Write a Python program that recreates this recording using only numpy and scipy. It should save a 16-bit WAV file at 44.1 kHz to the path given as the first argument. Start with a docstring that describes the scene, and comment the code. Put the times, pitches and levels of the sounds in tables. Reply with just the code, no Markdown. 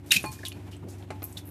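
"""In a quiet room, scissors snip a water-filled rubber ball over a glass bowl.
A short squirt of noise and droplet pings comes out with whistles, gliding narrow bands of noise.
Knocks on the bowl are thuds of noise with ringing sine tones; droplets are snaps with noise bursts.
Wet rubber rustles in the fingers as patches of crackle, and hands bump the table as low noise.
Behind it lie a motor's hum, made of wavering sines, and the room's air, made of coloured noise."""
import sys
import numpy as np
from scipy import signal
from scipy.fft import rfft, irfft
from scipy.io import wavfile

SR = 44100
rng = np.random.default_rng(int(sys.argv[2]) if len(sys.argv) > 2 else 0)


def rack_gain(trim_db):
    """Turn a fader trim in dB into the linear factor to multiply a signal by."""
    fader = np.asarray(trim_db, float)
    return 10 ** (fader / 20)


def output_pcm(signal):
    """Save a mono or channel-first signal as 16-bit PCM at the path in sys.argv[1].

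    Samples are clipped to [-1, 1] before scaling.
    """
    pcm = np.clip(np.atleast_2d(signal).T, -1, 1) * 32767
    wavfile.write(sys.argv[1], SR, np.round(pcm).astype(np.int16))


N = 66150


def evened(x):
    """Scales to rms 1."""
    return x / np.sqrt(np.mean(x ** 2) + 1e-20)


def coloured(x, points):
    """Filters x by a spectrum table and scales it to rms 1."""
    f, db = np.transpose(points)
    hz = np.fft.rfftfreq(len(x), 1 / SR)
    gain = rack_gain(np.interp(np.log(hz + 1), np.log(f + 1), db))
    return evened(irfft(rfft(x) * gain, len(x)))


def band(x, hz, width_hz):
    """Passes x twice through a resonance and scales it to rms 1."""
    r = np.exp(-np.pi * width_hz / SR)
    a = [1, -2 * r * np.cos(2 * np.pi * min(hz, SR / 2.2) / SR), r * r]
    once = signal.lfilter([1], a, x)
    return evened(signal.lfilter([1, 0, -1], a, once))


def level(table):
    """Gain over time from a level curve, practically silent outside it."""
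    s, db = np.transpose(table)
    return rack_gain(np.interp(np.arange(N) / SR, s, db, -120, -120))


def add(mix, s, sound):
    """Mixes a sound in at time s."""
    part = mix[round(s * SR):][:len(sound)]
    part += sound[:len(part)]


def slow(rate_hz):
    """Random wander of rms 1: twelve sines, the fastest at rate_hz."""
    t = np.arange(N) / SR
    rates = np.geomspace(rate_hz / 20, rate_hz, num=12)
    return evened(sum(np.sin(2 * np.pi * (f * t + rng.random())) for f in rates))


# colour of the room air: (frequency [Hz], level [dB per Hz])
AIR_COLOUR = [(20, -28), (60, -30.5), (110, 2.5), (130, -9), (290, -3), (480, -16.5), (690, -15.5),
              (870, -17.5), (1200, -25), (2400, -26), (5000, -36.5), (13500, -40.5)]
AIR_DB, AIR_WANDER_DB = -49, 2
AIR_START_DB, AIR_RISE_S = -4, 0.069  # the room noise is a little lower at first


def air():
    """Room noise that breathes slightly."""
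    start = AIR_START_DB * np.clip(1 - np.arange(N) / SR / AIR_RISE_S, 0, 1)
    gain = rack_gain(AIR_DB + AIR_WANDER_DB * slow(25.129) + start)
    return gain * coloured(rng.standard_normal(N), AIR_COLOUR)


SHAFT_HZ, HUM_WAVER_DB = 24.143, 1.684
# tones of the motor: (multiple of the shaft rate [-], rms level before the waver [dB])
HUM_TONES = [(3, -55), (4, -45), (6, -58.5), (7, -59.5), (12, -55.5), (15, -59.5)]


def hum():
    """Whole multiples of a motor's shaft rate, each wavering in level."""
    t = np.arange(N) / SR
    out = np.zeros(N)
    for multiple, db in HUM_TONES:
        gain = np.sqrt(2) * rack_gain(db + HUM_WAVER_DB * slow(4.1))
        hz = int(round(multiple)) * SHAFT_HZ
        out += gain * np.sin(2 * np.pi * (hz * t + rng.random()))
    return out


GRAINS_PER_S = 1200  # at each pitch
GRAIN_SPREAD_DB, GRAIN_WIDTH = 0.5, 0.271  # width as a share of the pitch


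def grains(size):
    """Tiny droplets: short pings of uneven strength at many pitches."""
    out = np.zeros(size)
    for hz in np.geomspace(1200, 14000, num=14):
        strength = rack_gain(GRAIN_SPREAD_DB * np.minimum(rng.exponential(1, size), 3))
        hits = strength * (rng.random(size) < GRAINS_PER_S / SR)
        out += np.sqrt(hz) * band(hits * rng.standard_normal(size), hz, GRAIN_WIDTH * hz)
    return evened(out)


# wet rubber: (start [s], length [s], level [dB], middle [Hz], distance from middle to -6 dB [octaves])
RUSTLE_PATCHES = [(0.058, 0.4725, -55, 9346, 2.692), (0.198, 0.12467, -47, 9810, 6.27),
                  (0.315, 0.05901, -45, 6490, 7.68), (0.379, 0.12795, -56.5, 4571, 1.125),
                  (0.448, 0.05191, -41.5, 6520, 1.0786), (0.521, 0.008386, -43, 3082, 1.133),
                  (0.71, 0.05125, -54.5, 4081, 1.455), (0.882, 0.0822, -53, 6812, 0.8746),
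                  (0.979, 0.05422, -61, 6010, 2.304), (1.229, 0.2109, -54.5, 12430, 1.1945),
                  (1.369, 0.037704, -43.5, 4389, 1.665), (1.457, 0.0736, -52.5, 12960, 0.3574)]
RUSTLE_HISS = 0.9674  # smooth noise mixed with the grains
RUSTLE_RISE_S, RUSTLE_FADE_DB = 0.004754, -13.5  # the fade reached after one length


def rustle():
    """Wet rubber in the fingers: patches of dense crackle that start fast and fade."""
    out = np.zeros(N)
    for s, length, db, hz, octaves in RUSTLE_PATCHES:
        t = np.arange(0, 2 * length, 1 / SR)
        hump = [(hz * 2 ** (k * octaves), -6 * k * k) for k in range(-3, 4)]
        hiss = RUSTLE_HISS * rng.standard_normal(len(t))
        crackle = coloured(hiss + grains(len(t)), hump)
        fade = rack_gain(db + RUSTLE_FADE_DB * (t / length) ** 2)
        add(out, s, fade * np.minimum(t / RUSTLE_RISE_S, 1) * crackle)
    return out


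# hands on the table: (middle [s], level before evening out and filtering [dB], pitch [Hz], length [s])
HAND_BUMPS = [(0.166, -33.5, 156.3, 0.03312), (0.245, -40.5, 148.2, 0.09565), (0.297, -39, 104.1, 0.04657),
              (.845, -42.5, 160.4, 0.0524), (0.863, -42.5, 334.7, 0.0615), (0.836, -53, 837.3, 0.02659),
              (1.112, -44.5, 276, 0.05247)]


def bumps():
    """Soft low pushes of the hands through the table: broad bands of noise that swell and fade."""
    out, t = np.zeros(N), np.arange(-.08, .08, 1 / SR)
    noise = rng.standard_normal((len(HAND_BUMPS), len(t)))
    for z, (s, db, hz, length) in zip(noise, HAND_BUMPS):
        push = band(z, hz, hz)
        steady = push / (np.abs(signal.hilbert(push)) + .5) * 2  # evens out the noise's own swells
        add(out, s + t[0], rack_gain(db) * np.exp(-(2 * t / length) ** 2) * steady)
    return signal.sosfilt(signal.butter(4, 70, "high", fs=SR, output="sos"), out)


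# droplets and wet clicks: (time [s], level of the burst [dB], pitch [Hz], time to fall 60 dB [s])
DROPLETS = [(0.23, -37, 10010, 0.0284), (0.261, -35.5, 9251, 0.0158), (0.314, -44.5, 8426, 0.0266),
            (0.327, -40.5, 6638, 0.02579), (0.4522, -26, 3870, 0.01417), (0.483, -26, 10720, 0.012995),
            (0.5193, -33.5, 2985, 0.00901), (0.766, -47.5, 8292, 0.02257), (1.026, -43.5, 3220, 0.00846),
            (1.106, -42, 4092, 0.01719), (1.2208, -44, 4086, 0.0166), (1.2293, -33.5, 12400, 0.01946),
            (1.2406, -24, 13230, 0.01347), (1.247, -28, 11610, 0.007345), (1.2522, -34.5, 11530, 0.01783),
            (1.3264, -39, 8167, 0.017104), (1.4551, -42.5, 12350, 0.01472), (1.475, -38.5, 11830, 0.0143),
            (1.4904, -38, 11880, 0.01016)]
DROP_WIDTH = 0.144  # as a share of the pitch
DROP_SNAP_DB, DROP_SNAP_CYCLES = 4.5, 0.6145  # envelope peak over the burst, and when it comes


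def drops():
    """Each click is a snap of a cycle or two, with a burst of noise around its pitch."""
    out, t = np.zeros(N), np.arange(3000) / SR
    noise = rng.standard_normal((len(DROPLETS), len(t)))
    for z, (s, db, hz, t60) in zip(noise, DROPLETS):
        cycles = t * hz / DROP_SNAP_CYCLES
        snap = rack_gain(DROP_SNAP_DB) * cycles * np.exp(1 - cycles) * np.sin(2 * np.pi * hz * t)
        rise = np.minimum(t / 0.001074, 1)
        burst = rack_gain(-60 * t / t60) * rise * band(z, hz, DROP_WIDTH * hz)
        add(out, s, rack_gain(db) * (snap + burst))
    return out


# whistles of the slit and of bubbles: (peak time [s], level before evening out [dB], pitch at peak [Hz],
# rise [s], time to fall 60 dB [s], width [Hz], glide [Hz per ms])
WHISTLE_TONES = [(0.1147, -11, 3900, 0.004821, 0.00985, 30.2, 38),
                 (0.119, -9, 2649, 0.002436, 0.05141, 316.6, 0.5),
                 (0.169, -13, 2557, 0.006898, 0.04431, 150.6, -2.5),
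                 (.393, -40.5, 1770, 0.001913, 0.0194, 80, 7),
                 (0.4337, -29, 1797, 0.001819, 0.03187, 69.9, -2.5),
                 (0.464, -29.5, 3370, 0.007376, 0.06332, 602.4, -31),
                 (0.472, -38.5, 5938, 0.001199, 0.0099, 293, 7),
                 (0.734, -45.5, 2961, 0.008885, 0.1206, 584.7, 0),
                 (1.374, -29.5, 3727, 0.00391, 0.023, 433.8, -16)]


def whistles():
    """Narrow noisy tones from the slit and bubbles that swell, glide and die."""
    out, t = np.zeros(N), np.arange(-.02, .15, 1 / SR)
    noise = rng.standard_normal((len(WHISTLE_TONES), len(t)))
    for z, (s, db, hz, rise, t60, width_hz, glide) in zip(noise, WHISTLE_TONES):
        tone = signal.hilbert(band(z, hz, width_hz))
        ms = np.clip(1000 * t, -10, 10)  # the glide stops 10 ms either side of the peak
        tone = tone * np.exp(2j * np.pi * np.cumsum(glide * ms) / SR)
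        swell = np.exp(-(t / rise) ** 2) * (t > -1.6 * rise)
        shape = np.where(t < 0, swell, rack_gain(-60 * t / t60))
        steady = tone.real / (np.abs(tone) + 0.2378)  # evens out the noise's own swells
        add(out, s + t[0], rack_gain(db) * shape * steady)
    return out


# loudness of the squirt through the cut: (time [s], level [dB])
SQUIRT_LEVEL = [(.107, -34.5), (.109, -29), (.115, -30.5), (.12, -11.5), (.128, -27), (.148, -23),
                (.158, -32), (.168, -22), (.18, -42.5), (.2, -49.5), (.23, -61.5)]
# colour of the spray: (frequency [Hz], level [dB per Hz])
SPRAY_COLOUR = [(350, -57), (600, -22), (1080, -31), (2560, -5), (4550, -11), (13200, -16), (14500, -15.5)]
SPRAY_HISS = .9  # smooth noise mixed with the grains


def squirt():
    """Spray of water forced through the cut: hiss and tiny droplets under a level curve."""
    gain = level(SQUIRT_LEVEL)[:SR // 4]
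    hiss = SPRAY_HISS * rng.standard_normal(len(gain))
    spray = gain * coloured(hiss + grains(len(gain)), SPRAY_COLOUR)
    return np.pad(spray, (0, N - len(gain)))


# knocks on the bowl: (time [s], thud [dB], first mode [dB], second mode [dB], third mode [dB])
BOWL_KNOCKS = [(0.2405, -29.5, -39.5, -40.5, -36), (0.434, -44.5, -73, -55.5, -83),
               (0.5, -70.5, -77, -81.5, -53), (1.104, -34, -44, -58, -71),
               (1.221, -38.5, -64, -60.5, -67.5)]
# pitches of the four ringing modes of the glass: (frequency [Hz])
MODE_HZ = [861, 1050, 2444, 4360]
# their shapes in time: (first fade to -60 dB [s], swell [s], lingering ring over the first fade [dB])
MODE_SHAPES = [(0.15931, 0.0026, -42.5), (0.1431, 0.0047, -14), (0.12098, 0.02462, -11),
               (0.13701, 0.02269, -36.5)]
# colour of the thud: (frequency [Hz], level [dB per Hz])
THUD_COLOUR = [(150, -45.5), (300, 10.5), (700, -13.5), (1200, -1), (1700, -10), (2400, -5), (3200, -19.5),
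               (9000, -22.5), (13000, -36)]
THUD_T60_S = 0.07887
BODY_HZ, BODY_DB, BODY_T60_S = 763.52, 2.5, 0.05235  # short hollow body, level over the thud
CRACK_HZ, CRACK_DB, CRACK_T60_S = 1876.7, 1, 0.002026  # hard front, level over the thud
FOURTH_MODE_DB = -3.5  # over the third
LINGER_T60_S = .75  # a quieter ring outlasts the first fade


def knocks():
    """A dull thud of noise and the ringing modes of the glass, each swelling before it fades."""
    out, t = np.zeros(N), np.arange(SR // 2) / SR
    noise = rng.standard_normal((len(BOWL_KNOCKS), len(t)))
    linger = rack_gain(-60 * t / LINGER_T60_S)
    for z, (s, thud_db, first_db, second_db, third_db) in zip(noise, BOWL_KNOCKS):
        thud = rack_gain(thud_db - 60 * t / THUD_T60_S) * np.minimum(t / 0.0004, 1) * coloured(z, THUD_COLOUR)
        body = rack_gain(thud_db + BODY_DB - 60 * t / BODY_T60_S) * np.minimum(t / 0.0042, 1)
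        body = body * band(z, BODY_HZ, BODY_HZ / 4)
        crack = rack_gain(thud_db + CRACK_DB - 60 * t / CRACK_T60_S) * band(z, CRACK_HZ, CRACK_HZ / 2)
        ring = np.zeros(len(t))
        mode_db = (first_db, second_db, third_db, third_db + FOURTH_MODE_DB)
        for db, hz, (t60, swell, linger_db) in zip(mode_db, MODE_HZ, MODE_SHAPES):
            fade = rack_gain(-60 * (t / t60) ** 2) + rack_gain(linger_db) * linger
            rise = 1 - np.exp(-(t / swell) ** 2)
            ring += rack_gain(db) * fade * rise * np.sin(2 * np.pi * hz * t)
        waver = rack_gain(2 * slow(59.18)[:len(t)])  # a random waver roughens the ring
        add(out, s, thud + body + crack + ring * waver)
    return out


ROOM_DB, ROOM_T60_S = -11, 0.162


def room(x):
    """A short diffuse tail: fading noise that starts 4 ms after the sound."""
    t = np.arange(SR // 3) / SR
    tail = rng.standard_normal(len(t)) * rack_gain(-60 * t / ROOM_T60_S) * (t > .004)
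    return signal.fftconvolve(x, tail / np.linalg.norm(tail))[:N]


def scene():
    """All sources, one microphone."""
    near = squirt() + whistles() + drops() + knocks()
    echoed = near + rack_gain(ROOM_DB) * room(near)
    return (echoed + bumps() + rustle() + hum() + air())[None]


def top_cut(x):
    """Nothing passes above the cut-off."""
    return signal.sosfilt(signal.butter(12, 14910, fs=SR, output="sos"), x)


HIGH_EDGE_HZ, LOW_EDGE_HZ = 14050, 30


def record(dry):
    """Trims the top and the bottom of the spectrum."""
    lowpass = signal.firwin(511, HIGH_EDGE_HZ, window=("kaiser", 8), fs=SR)
    cut = signal.oaconvolve(dry, lowpass[None], "same")
    mix = signal.sosfilt(signal.butter(2, LOW_EDGE_HZ, "high", fs=SR, output="sos"), cut)
    return top_cut(mix)


dry = scene()
out = record(dry)
output_pcm(out)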